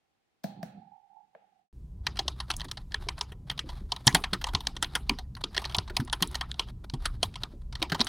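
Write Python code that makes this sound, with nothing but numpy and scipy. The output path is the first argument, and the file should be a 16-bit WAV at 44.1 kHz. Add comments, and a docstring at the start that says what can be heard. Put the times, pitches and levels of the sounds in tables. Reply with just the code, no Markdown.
"""A quiet room with a laptop, in two scenes. First, in stereo, one finger taps three times: struck modes
ring on in a noisy room tail, with a low boom and a flickering whistle, a narrow wandering tone on the right.
After a cut, in mono, two hands type fast: bursts of noise ring the key clicks and case knocks, damped low
swings make the desk thump, and skin brushes plastic as grainy noise. Behind them two motors, nearly in tune,
beat slowly over a low rumble of filtered noise and a faint steady whine."""
import sys
import numpy as np
from scipy import signal
from scipy.io import wavfile
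from scipy.ndimage import uniform_filter1d

SR = 44100
rng = np.random.default_rng(int(sys.argv[2]) if len(sys.argv) > 2 else 0)


def bounce(signal):
    """Save signal as a 16-bit WAV file at the path given by the first command-line argument."""
    frames = np.transpose(np.atleast_2d(signal))
    limited = np.clip(frames, -1, 1)
    pcm = np.round(limited * 32767).astype(np.int16)
    wavfile.write(sys.argv[1], SR, pcm)


N = 356724  # length in samples

# Key contacts, bottoming out or springing back. Each row: time in seconds, click level in dB,
# case knock in dB relative to the click, upper click in dB relative to the lower click.
KEY_CONTACTS = [(2.0664, -20, -8, -4), (2.156, -45.5, -5, -5), (2.1693, -35, -6, 3), (2.19, -20, -7.5, 2),
                (2.2798, -20, -9, 2), (2.4012, -28, -6.5, 5), (2.501, -23, -2.5, -5),
                (2.5131, -25, -12.5, 15), (2.5362, -36.5, -6.5, -11), (2.597, -38, -11, -3),
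                (2.6058, -31, -12, -9), (2.6145, -30.5, -11.5, 2), (2.683, -46, -4.5, -16),
                (2.713, -27, -9.5, 4), (2.7711, -37, -5, 7), (2.9193, -38, -8, -4), (2.9427, -20, -13, -6),
                (3.0863, -22, -8.5, 0.5), (3.1788, -42.5, 1.5, 5), (3.2099, -21.5, -9, 10),
                (3.3183, -42.5, -2, -8), (3.498, -23.5, -9, -17.5), (3.511, -38.5, -0.5, 3),
                (3.5767, -38, -8, -23), (3.591, -24, -8, -1), (3.6891, -40.5, 0, 1), (3.6982, -43.5, -4, 0),
                (3.9191, -20.5, -9.5, 4.5), (3.962, -34, -7.5, -11), (4.07, -13.5, -11.5, -8),
                (4.0758, -7.5, -11, 6), (4.126, -35, -11, 0), (4.1466, -12.5, -4, 0.5),
                (4.168, -30.5, -13, -4), (4.2381, -24, -6, -8), (4.3312, -20.5, -3.5, 3.5),
                (4.4126, -39, 1.5, 0), (4.4412, -19, -11.5, 2), (4.467, -38, 7.5, -10),
                (4.4855, -40, 1.5, -9), (4.5489, -17, -9.5, -4), (4.6048, -33.5, -6, -3),
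                (4.6695, -17.5, -12, 3), (4.7652, -30, -8, -2), (4.825, -18.5, -4, -1),
                (4.844, -27.5, -12, -5), (4.9516, -20.5, -3, -2), (5.0939, -14.5, -11, -0.5),
                (5.1863, -33.5, -5.5, 8.5), (5.351, -39.5, -11.5, 17), (5.3664, -47, 4.5, -1.5),
                (5.4381, -23.5, -8, -10.5), (5.5455, -33.5, -6.5, -8), (5.5645, -28, -4, 13),
                (5.5774, -16, -12.5, -2), (5.617, -41, 2, 4), (5.641, -33, -7, -6), (5.6518, -28.5, -6, 10),
                (5.695, -39.5, -7, -3), (5.7207, -41, -8, -6), (5.7456, -22.5, -5.5, -25),
                (5.784, -18.5, -10.5, 8), (5.8762, -45.5, 2.5, 16), (5.897, -44.5, 6, 11),
                (5.966, -19, -7.5, 0.5), (5.9995, -38, 5.5, 3), (6.074, -48, 6.5, -6.5),
                (6.098, -33.5, -15, -6), (6.127, -21, -3.5, -1.5), (6.224, -16, -14, 3),
                (6.2279, -19.5, -8.5, -7), (6.3436, -34, -1.5, -1), (6.353, -23.5, -10, 7),
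                (6.4096, -25, -7, -4), (6.5153, -27, -28.5, -10), (6.5421, -40, -11.5, -2),
                (6.594, -19, -8, -2.5), (6.685, -47, -12, -6), (6.8981, -34.5, -12, 10),
                (6.9362, -37.5, 0.5, 0), (7.0455, -46, 1, -14), (7.0545, -24, 0, 3),
                (7.2287, -16, -7.5, -1.5), (7.339, -44, -7, -20), (7.356, -31.5, -8, -2),
                (7.434, -23, -12, -4), (7.7245, -41.5, -4.5, 9.5), (7.7532, -31, -9, 4.5),
                (7.8178, -26.5, -10.5, 1.5), (7.825, -18.5, -9, -13), (7.8973, -33, -8, -2),
                (7.9188, -27, 2, 10), (7.9452, -32, 5, 2), (7.9933, -33.5, 0, -12), (8.005, -18, -12.5, 22),
                (8.0115, -17, -7.5, 27), (8.0675, -28, -3, 0)]
# What a struck key rings with: four rows each for case knock, lower click, upper click and fizz.
# Each row: pitch in Hz, width in Hz, level in dB within its group of four.
KEY_MODES = [(369, 290, -20), (781, 154, -13.5), (979, 353, -2), (1433, 760, -7), (1775, 352, -5),
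             (2426, 1110, -4.5), (3326, 330, -2), (3613, 1015, 0.5), (4175, 1160, 22), (4750, 2160, 2),
             (5030, 1900, 11), (6660, 2200, -41.5), (7185, 2700, 4.5), (9690, 1060, 1.5),
             (11870, 4900, -7.5), (14000, 1700, -26)]
# Thin high ticks, alone or on top of a stroke. Each row: time in seconds, level in dB.
TICKS = [(2.5654, -34.5), (2.645, -48), (3.19, -49), (4.069, -16), (4.1472, -17.5), (4.8255, -25.5),
         (4.9528, -34), (5.7655, -36.5), (5.967, -32.5), (6.049, -52), (6.128, -30.5), (6.223, -24),
         (6.2737, -40), (6.314, -50), (7.0561, -32.5), (8.0453, -36.5)]
# A small stiff part rings on after a tick. One row: pitch in Hz, width in Hz, level in dB relative to the tick.
TICK_RING = (9700, 250, -4.5)
# Heavy strokes and wrists shake the desk. Each row: start in seconds, level in dB, pitch in Hz.
THUMPS = [(2.253, -39.5, 340), (2.65, -43, 279), (3.067, -38.5, 407), (3.64, -39, 304), (3.812, -35.5, 194),
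          (4.069, -10.5, 128.3), (4.142, -17, 169), (4.328, -23.5, 187), (4.545, -20, 83.4),
          (5.096, -26.5, 227), (5.78, -21.5, 95), (5.903, -36, 360), (5.996, -17.5, 129.5),
          (6.218, -21.5, 174), (6.936, -21, 135.6), (7.534, -41, 332), (7.817, -27, 325), (7.921, -20, 164),
          (8.0, -20.5, 230)]
# The room after a key. Each row: centre in Hz, level in dB, time to fade by 60 dB in seconds.
TYPING_ROOM = [(321.6, -13, 0.22), (974, -13, 0.13), (1870, -21, 0.13), (3820, -30.5, 0.23),
               (8000, -22.5, 0.092), (12220, -28, 0.21)]
# Fingers shifting between strokes. Each row: middle in seconds, level in dB, length in milliseconds.
RUSTLES = [(2.651, -44, 18), (3.025, -57, 45), (3.75, -55.5, 146), (4.537, -35, 6.8), (5.415, -47, 11),
           (5.6, -43.5, 30), (5.71, -51, 52), (6.698, -55, 19), (6.847, -46, 11.6), (7.028, -55.5, 57),
           (7.62, -64, 10)]
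# The finger brushes the cap before a full stroke and slides off after it.
# Each is one row: middle in seconds from the click, level in dB, length in milliseconds.
LAND = (-0.015, -61.5, 25.7)
LIFT = (0.092, -60.5, 40.3)
# The tone of skin on plastic. Each row: pitch in Hz, width in Hz, relative level in dB.
BRUSH_MODES = [(374, 83, 8.5), (888, 1220, 3.5), (3590, 1650, -1.5), (8850, 5400, -14.5)]
# Turning rates of the two motors, nearly in tune. One row: first motor in Hz, second motor in Hz.
MOTORS_HZ = (62.53, 64.03)
# Motor hum and overtones. Each row: multiple of the turning rate, level of the first motor in dB rms.
MOTOR_ORDERS = [(1, -49), (2, -57.5), (3, -68)]
# Shape of the rumble. Each row: frequency in Hz, relative level in dB per Hz.
RUMBLE = [(20, 14.5), (43, 6.5), (80, -2), (150, -5.5), (340, -28.5), (700, -39), (1000, -43.5)]
# Finger taps of the first scene. Each row: time in seconds, level in dB, contact setting in milliseconds,
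# treble in dB counted from 16 dB below the tap, thud in dB relative to the tap.
TAPS = [(0.435, -41, 10.4, 14.5, -15), (0.4414, -29.5, 1.33, -11, -0.5), (0.629, -34.5, 2.3, 5.5, 0),
        (1.349, -45.5, 1.6, -22, -20)]
# What a tap rings with: one row of thud, three of knock, then the treble.
# Each row: pitch in Hz, width in Hz, level in dB within its group.
TAP_MODES = [(187.6, 64, 3), (473, 38, -9), (658, 138, -3), (1620, 860, -25), (4400, 2700, -23.5),
             (9100, 1100, -28.5), (14700, 670, -18.5)]
# Path of the whistle. Each row: time in seconds, level in dB before panning, centre in Hz.
WHISTLE = [(.43, -90.5, 777), (.46, -51, 770), (.59, -60, 780), (.63, -50, 780), (.76, -61.5, 766),
           (.96, -59.5, 820), (1.09, -69.5, 800), (1.17, -53, 813), (1.3, -76.5, 810), (1.44, -65.5, 800),
           (1.6, -72, 765)]
# The room after a tap. Each row: centre in Hz, level in dB, time to fade by 60 dB in seconds.
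TAP_ROOM = [(657, -21.5, 0.45), (1690, -22.5, 0.66), (3260, -15.5, 0.6), (7240, -14.5, 0.28),
            (12400, -16.0, 0.24)]

TRAVEL_S = .015  # a blow starts with this much key travel
SCATTER_DB = 4.5  # how far each mode varies from blow to blow
# a flat, heavy finger knocks the case more, stays longer in contact and fizzes more
CONTACT_MS, LONGER_PER_KNOCK_DB, LONGEST_MS = 3.2, 0.1345, 5.5
USUAL_KNOCK_DB = -8
FIZZ_DB, FIZZ_PER_KNOCK_DB = -16, 0.58
TICK_MS = 0.86
FULL_STROKE_DB = -30  # a louder click means the key is driven home
# every full stroke also shakes the base: level relative to click, middle pitch, pitch spread
BASE_DB, BASE_HZ, BASE_SPREAD = -24, 304, 0.2
THUMP_T60_S = 0.087  # time to fade by 60 dB
RUSTLE_SCATTER_DB, HISS_DB = 5, -77
IN_STEP_S = 3.08  # the moment the motors run in step
RUMBLE_DB = -42
WHINE_HZ, WHINE_DB = 1000, -79.5
CUT_S = 1.728  # typing begins
# the boom starts to stop short at BOOM_STOPS_S and leaves a faint rest
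BOOM_DB, BOOM_T60_S, BOOM_STOPS_S, BOOM_REST_DB = -13.5, 0.74, 0.924, -85
RETURN_S, RETURN_DB, RETURN_WIDTH_S = .15, -18, .025  # its second swell after a tap
WHISTLE_WIDTH_HZ = 95
TOP_HZ = 16300  # nearly nothing passes above this


def undb(db):
    """Turn decibels into a plain gain."""
    return 10 ** (np.asarray(db, float) / 20)


def level(x, db):
    """Scale a sound to an average (rms) level in dB."""
    return x * undb(db) / np.sqrt(np.mean(x ** 2))


def ring(x, hz, width_hz):
    """One resonance, gain 1 at its centre."""
    return signal.lfilter(*signal.iirpeak(hz, hz / width_hz, SR), x)


def ring_twice(x, hz, width_hz):
    """Two equal resonances in a row, so the sides fall away faster."""
    return ring(ring(x, hz, width_hz), hz, width_hz)


def walk(rate):
    """A smooth random wander, with `rate` new values a second and a spread near 1."""
    hold = int(SR / rate)
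    steps = np.repeat(rng.standard_normal(N // hold + 1), hold)
    return 0.95 * uniform_filter1d(uniform_filter1d(steps, hold), hold)[:N]


def blows(ms, grit_db):
    """One row per contact: a faint scrape as the key travels, then a gritty force that swells and dies."""
    t = np.arange(4096) / SR - TRAVEL_S
    u = np.maximum(t / (np.asarray(ms)[:, None] * 0.00047), 0)  # the force peaks at u = 1
    push = (u * np.exp(1 - u)) ** 0.65
    travel = undb(-30) * np.exp(-abs(t) / .004)
    chance = rng.standard_normal((len(ms), 2, 4096))
    return (push + travel) * chance[:, 0] * undb(grit_db * chance[:, 1])


def struck(force, modes, db):
    """Each blow lands elsewhere, so the modes answer in a new mix; db is its loudest 2 ms."""
    mix = undb(SCATTER_DB * rng.standard_normal((len(force), len(modes), 1)))
    y = 0
    for k, (hz, width, mode_db) in enumerate(modes):
        y = y + mix[:, k] * undb(mode_db) * ring_twice(ring(force, hz, width), hz, 2 * width)
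    loudest = np.sqrt(uniform_filter1d(y ** 2, size=88).max(axis=1))
    return y * (undb(db) / loudest)[:, None]


def place(rows, times):
    """Lay the rows out in time."""
    out = np.zeros(N + rows.shape[1])
    for row, s in zip(rows, times):
        start = int(s * SR)
        out[start:start + len(row)] += row
    return out[:N]


def keys():
    """Cap and scissor click, the case knocks, a fizz tops it, and thin ticks join in."""
    s, db, case_db, upper_db = np.transpose(KEY_CONTACTS)
    heavy = case_db - USUAL_KNOCK_DB
    contact_ms = np.minimum(CONTACT_MS * np.exp(LONGER_PER_KNOCK_DB * heavy), LONGEST_MS)
    force = blows(contact_ms, grit_db=3.5)
    share = 1 / (1 + undb(-upper_db) ** 2)  # power share of the upper click
    case, lower, upper, fizz = np.split(np.array(KEY_MODES), 4)
    rows = struck(force, lower, db + 10 * np.log10(1 - share))
    rows += struck(force, upper, db + 10 * np.log10(share))
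    rows += struck(force, case, db + case_db)
    rows += struck(force, fizz, db + FIZZ_DB + FIZZ_PER_KNOCK_DB * heavy)
    tick_s, tick_db = np.transpose(TICKS)
    flick = blows(np.full(len(TICKS), TICK_MS), grit_db=-4.0)
    ticks = struck(flick, fizz, tick_db) + struck(flick, [TICK_RING], tick_db + TICK_RING[2])
    return place(rows, s - TRAVEL_S) + place(ticks, tick_s - TRAVEL_S)


def full_strokes():
    """Times and click levels of the contacts where a key is driven home."""
    s, db = np.transpose(KEY_CONTACTS)[:2]
    return s[db > FULL_STROKE_DB], db[db > FULL_STROKE_DB]


def thumps():
    """A damped low swing of desk and base, with a weaker higher mode."""
    at, click_db = full_strokes()
    base_hz = BASE_HZ * np.exp(BASE_SPREAD * rng.standard_normal(len(at)))
    base = np.c_[at, click_db + BASE_DB, base_hz]
    s, db, hz = (c[:, None] for c in np.r_[THUMPS, base].T)
    t = np.arange(8192) / SR
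    swing = np.sin(2 * np.pi * hz * t) + 0.37 * np.sin(2 * np.pi * 1.7 * hz * t)
    fade = undb(db - 60 * t / THUMP_T60_S) * np.minimum(t / 0.0025, 1)
    return place(fade * swing, s[:, 0])


def taps(pan_db, both):
    """Taps in one channel: a force partly shared with the other channel strikes thud, knock and treble."""
    s, db, ms, treble_db, thud_db = np.transpose(TAPS)
    thud, knock, treble = TAP_MODES[:1], TAP_MODES[1:4], TAP_MODES[4:]
    force = 0.4 * both + blows(ms, grit_db=5.0)
    rows = struck(force, thud, db + thud_db) + struck(force, knock, db)
    rows += struck(force, treble, db - 16 + treble_db + pan_db)
    dry_taps = place(rows, s - TRAVEL_S)
    return dry_taps + room(dry_taps, TAP_ROOM, flicker_db=1.5)


def boom():
    """Low noise that two contacts set off: it fades, swells again a moment later and stops short."""
    s, db, _, _, thud_db = np.transpose(TAPS)
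    t = np.arange(N) / SR
    swell = 0
    for at, d in zip(s[1:3], db[1:3]):
        swell = swell + undb(d + BOOM_DB - 60 * (t - at) / BOOM_T60_S) * np.clip((t - at) / 0.018, 0, 1)
    # the swell after the last tap comes too late to be heard
    for at, d in zip(s[1:], db[1:] + thud_db[1:]):
        swell = swell + undb(d + RETURN_DB) * np.exp(-((t - at - RETURN_S) / RETURN_WIDTH_S) ** 2)
    swell = swell * np.clip((BOOM_STOPS_S - t) / .06 + 1, 0, 1) + undb(BOOM_REST_DB) * (t > s[1])
    tone = level(ring(ring(rng.standard_normal(N), 197, 31), 132, 100), 0)
    return tone * swell * undb([[-2.5], [1.5]])  # left, right


def whistle():
    """Two waves a quarter turn apart wander in strength, making a narrow noisy tone on the right."""
    when, *curves = np.transpose(WHISTLE)
    t = np.arange(N) / SR
    db, hz = (np.interp(t, when, c) for c in curves)
    turn = 2 * np.pi * np.cumsum(hz) / SR
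    tone = walk(2 * WHISTLE_WIDTH_HZ) * np.cos(turn) + walk(2 * WHISTLE_WIDTH_HZ) * np.sin(turn)
    pan_db = np.array([[-18], [5]])  # left, right
    return level(tone, 0) * undb(db + 3.0 * walk(18.5) + pan_db)


def brushing():
    """Skin on plastic: grainy swells of noise over a faint hiss."""
    at = full_strokes()[0]
    chance = RUSTLE_SCATTER_DB * rng.standard_normal((len(at), 2))
    rows = list(RUSTLES)
    for s, two in zip(at, chance):
        for (ds, db, ms), c in zip((LAND, LIFT), two):
            rows.append((s + ds, db + c, ms))
    s, db, ms = (c[:, None] for c in np.transpose(rows))
    t = np.arange(-8192, 8192) / SR
    humps = undb(db) * np.exp(-(2000 * t / ms) ** 2)
    swell = place(humps, np.minimum(s[:, 0] + t[0], N / SR))
    grain = rng.standard_normal(N) * undb(4.5 * walk(300))
    rub = sum(undb(mode_db) * ring_twice(grain, hz, width) for hz, width, mode_db in BRUSH_MODES)
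    hiss = ring(rng.standard_normal(N), 3000, 9000) * undb(3.2 * walk(3.2))
    return level(rub, 0) * swell + level(hiss, HISS_DB)


def room(x, bands, flicker_db):
    """Diffuse tail: in each third of an octave fresh, flickering noise follows the fading energy of the hits."""
    out = 0
    for centre, db, t60 in bands:
        keep = 10 ** (-6 / (t60 * SR))  # energy kept from sample to sample
        for hz in centre * 2 ** (np.arange(-1, 2) / 3):
            energy = signal.lfilter([1 / 88], [1, -keep], ring_twice(x, hz, hz / 3) ** 2)
            wash = ring_twice(rng.standard_normal(N), hz, hz / 4)
            out = out + level(wash * undb(flicker_db * walk(60)), db) * np.sqrt(energy)
    return out


def motors():
    """Two hums beat one and a half times a second, their overtones faster; the second is a little weaker."""
    t = np.arange(N) / SR - IN_STEP_S
    hum = 0
    for k, db in MOTOR_ORDERS:
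        for hz, weak_db in zip(MOTORS_HZ, (0, -3)):
            hum = hum + np.sqrt(2) * undb(db + weak_db) * np.sin(2 * np.pi * k * hz * t)
    return hum


def rumble():
    """Half-octave bands of building noise, each wavering alone."""
    hz, db = np.transpose(RUMBLE)
    total = 0
    for f in 34 * 2 ** np.arange(0, 5.5, .5):
        band_db = np.interp(np.log(f), np.log(hz), db) + 5.36 * walk(8.7)
        total = total + undb(band_db) * ring_twice(rng.standard_normal(N), f, f / 2)
    return level(total, RUMBLE_DB)


def whine():
    """One faint steady sine tone."""
    return undb(WHINE_DB) * np.sin(2 * np.pi * WHINE_HZ * np.arange(N) / SR)


def hush():
    """Faint low and middle noise, separate in each channel."""
    low = level(ring(rng.standard_normal((2, N)), 180, 510), -81.5)
    middle = level(ring(rng.standard_normal((2, N)), 2200, 2000), -86.0)
    return low + middle


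def first_shot():
    """The two channels hear each tap unlike; the whistle sits right, the boom near the middle."""
    both = blows(np.transpose(TAPS)[2], grit_db=11.0)
    stereo_taps = np.array([taps(pan_db, both) for pan_db in (1.5, -1.5)])
    return stereo_taps + whistle() + boom() + hush()


def scene():
    """Play the taps, then cut to the typing."""
    t = np.arange(N) / SR
    hits = keys() + thumps()
    swell_in = np.clip(0.45 + (t - CUT_S) / 0.61, 0, 1)  # the background swells in after the cut
    air = (motors() + rumble() + brushing() + whine()) * swell_in
    typing = hits + room(hits, TYPING_ROOM, flicker_db=6.5) + air
    # the first shot fades out just before the second cuts in
    fade_out = np.clip((CUT_S - .04 - t) / 0.092, 0, 1)
    return first_shot() * fade_out + typing * (t > CUT_S)


def record(dry):
    """The recorder rounds the loudest peaks and cuts the top."""
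    rounded = 1.1 * np.tanh(dry / 1.1)
    low_pass = signal.ellip(18, .2, 110, TOP_HZ, fs=SR, output="sos")
    return signal.sosfilt(low_pass, rounded)


dry = scene()
out = record(dry)
bounce(out)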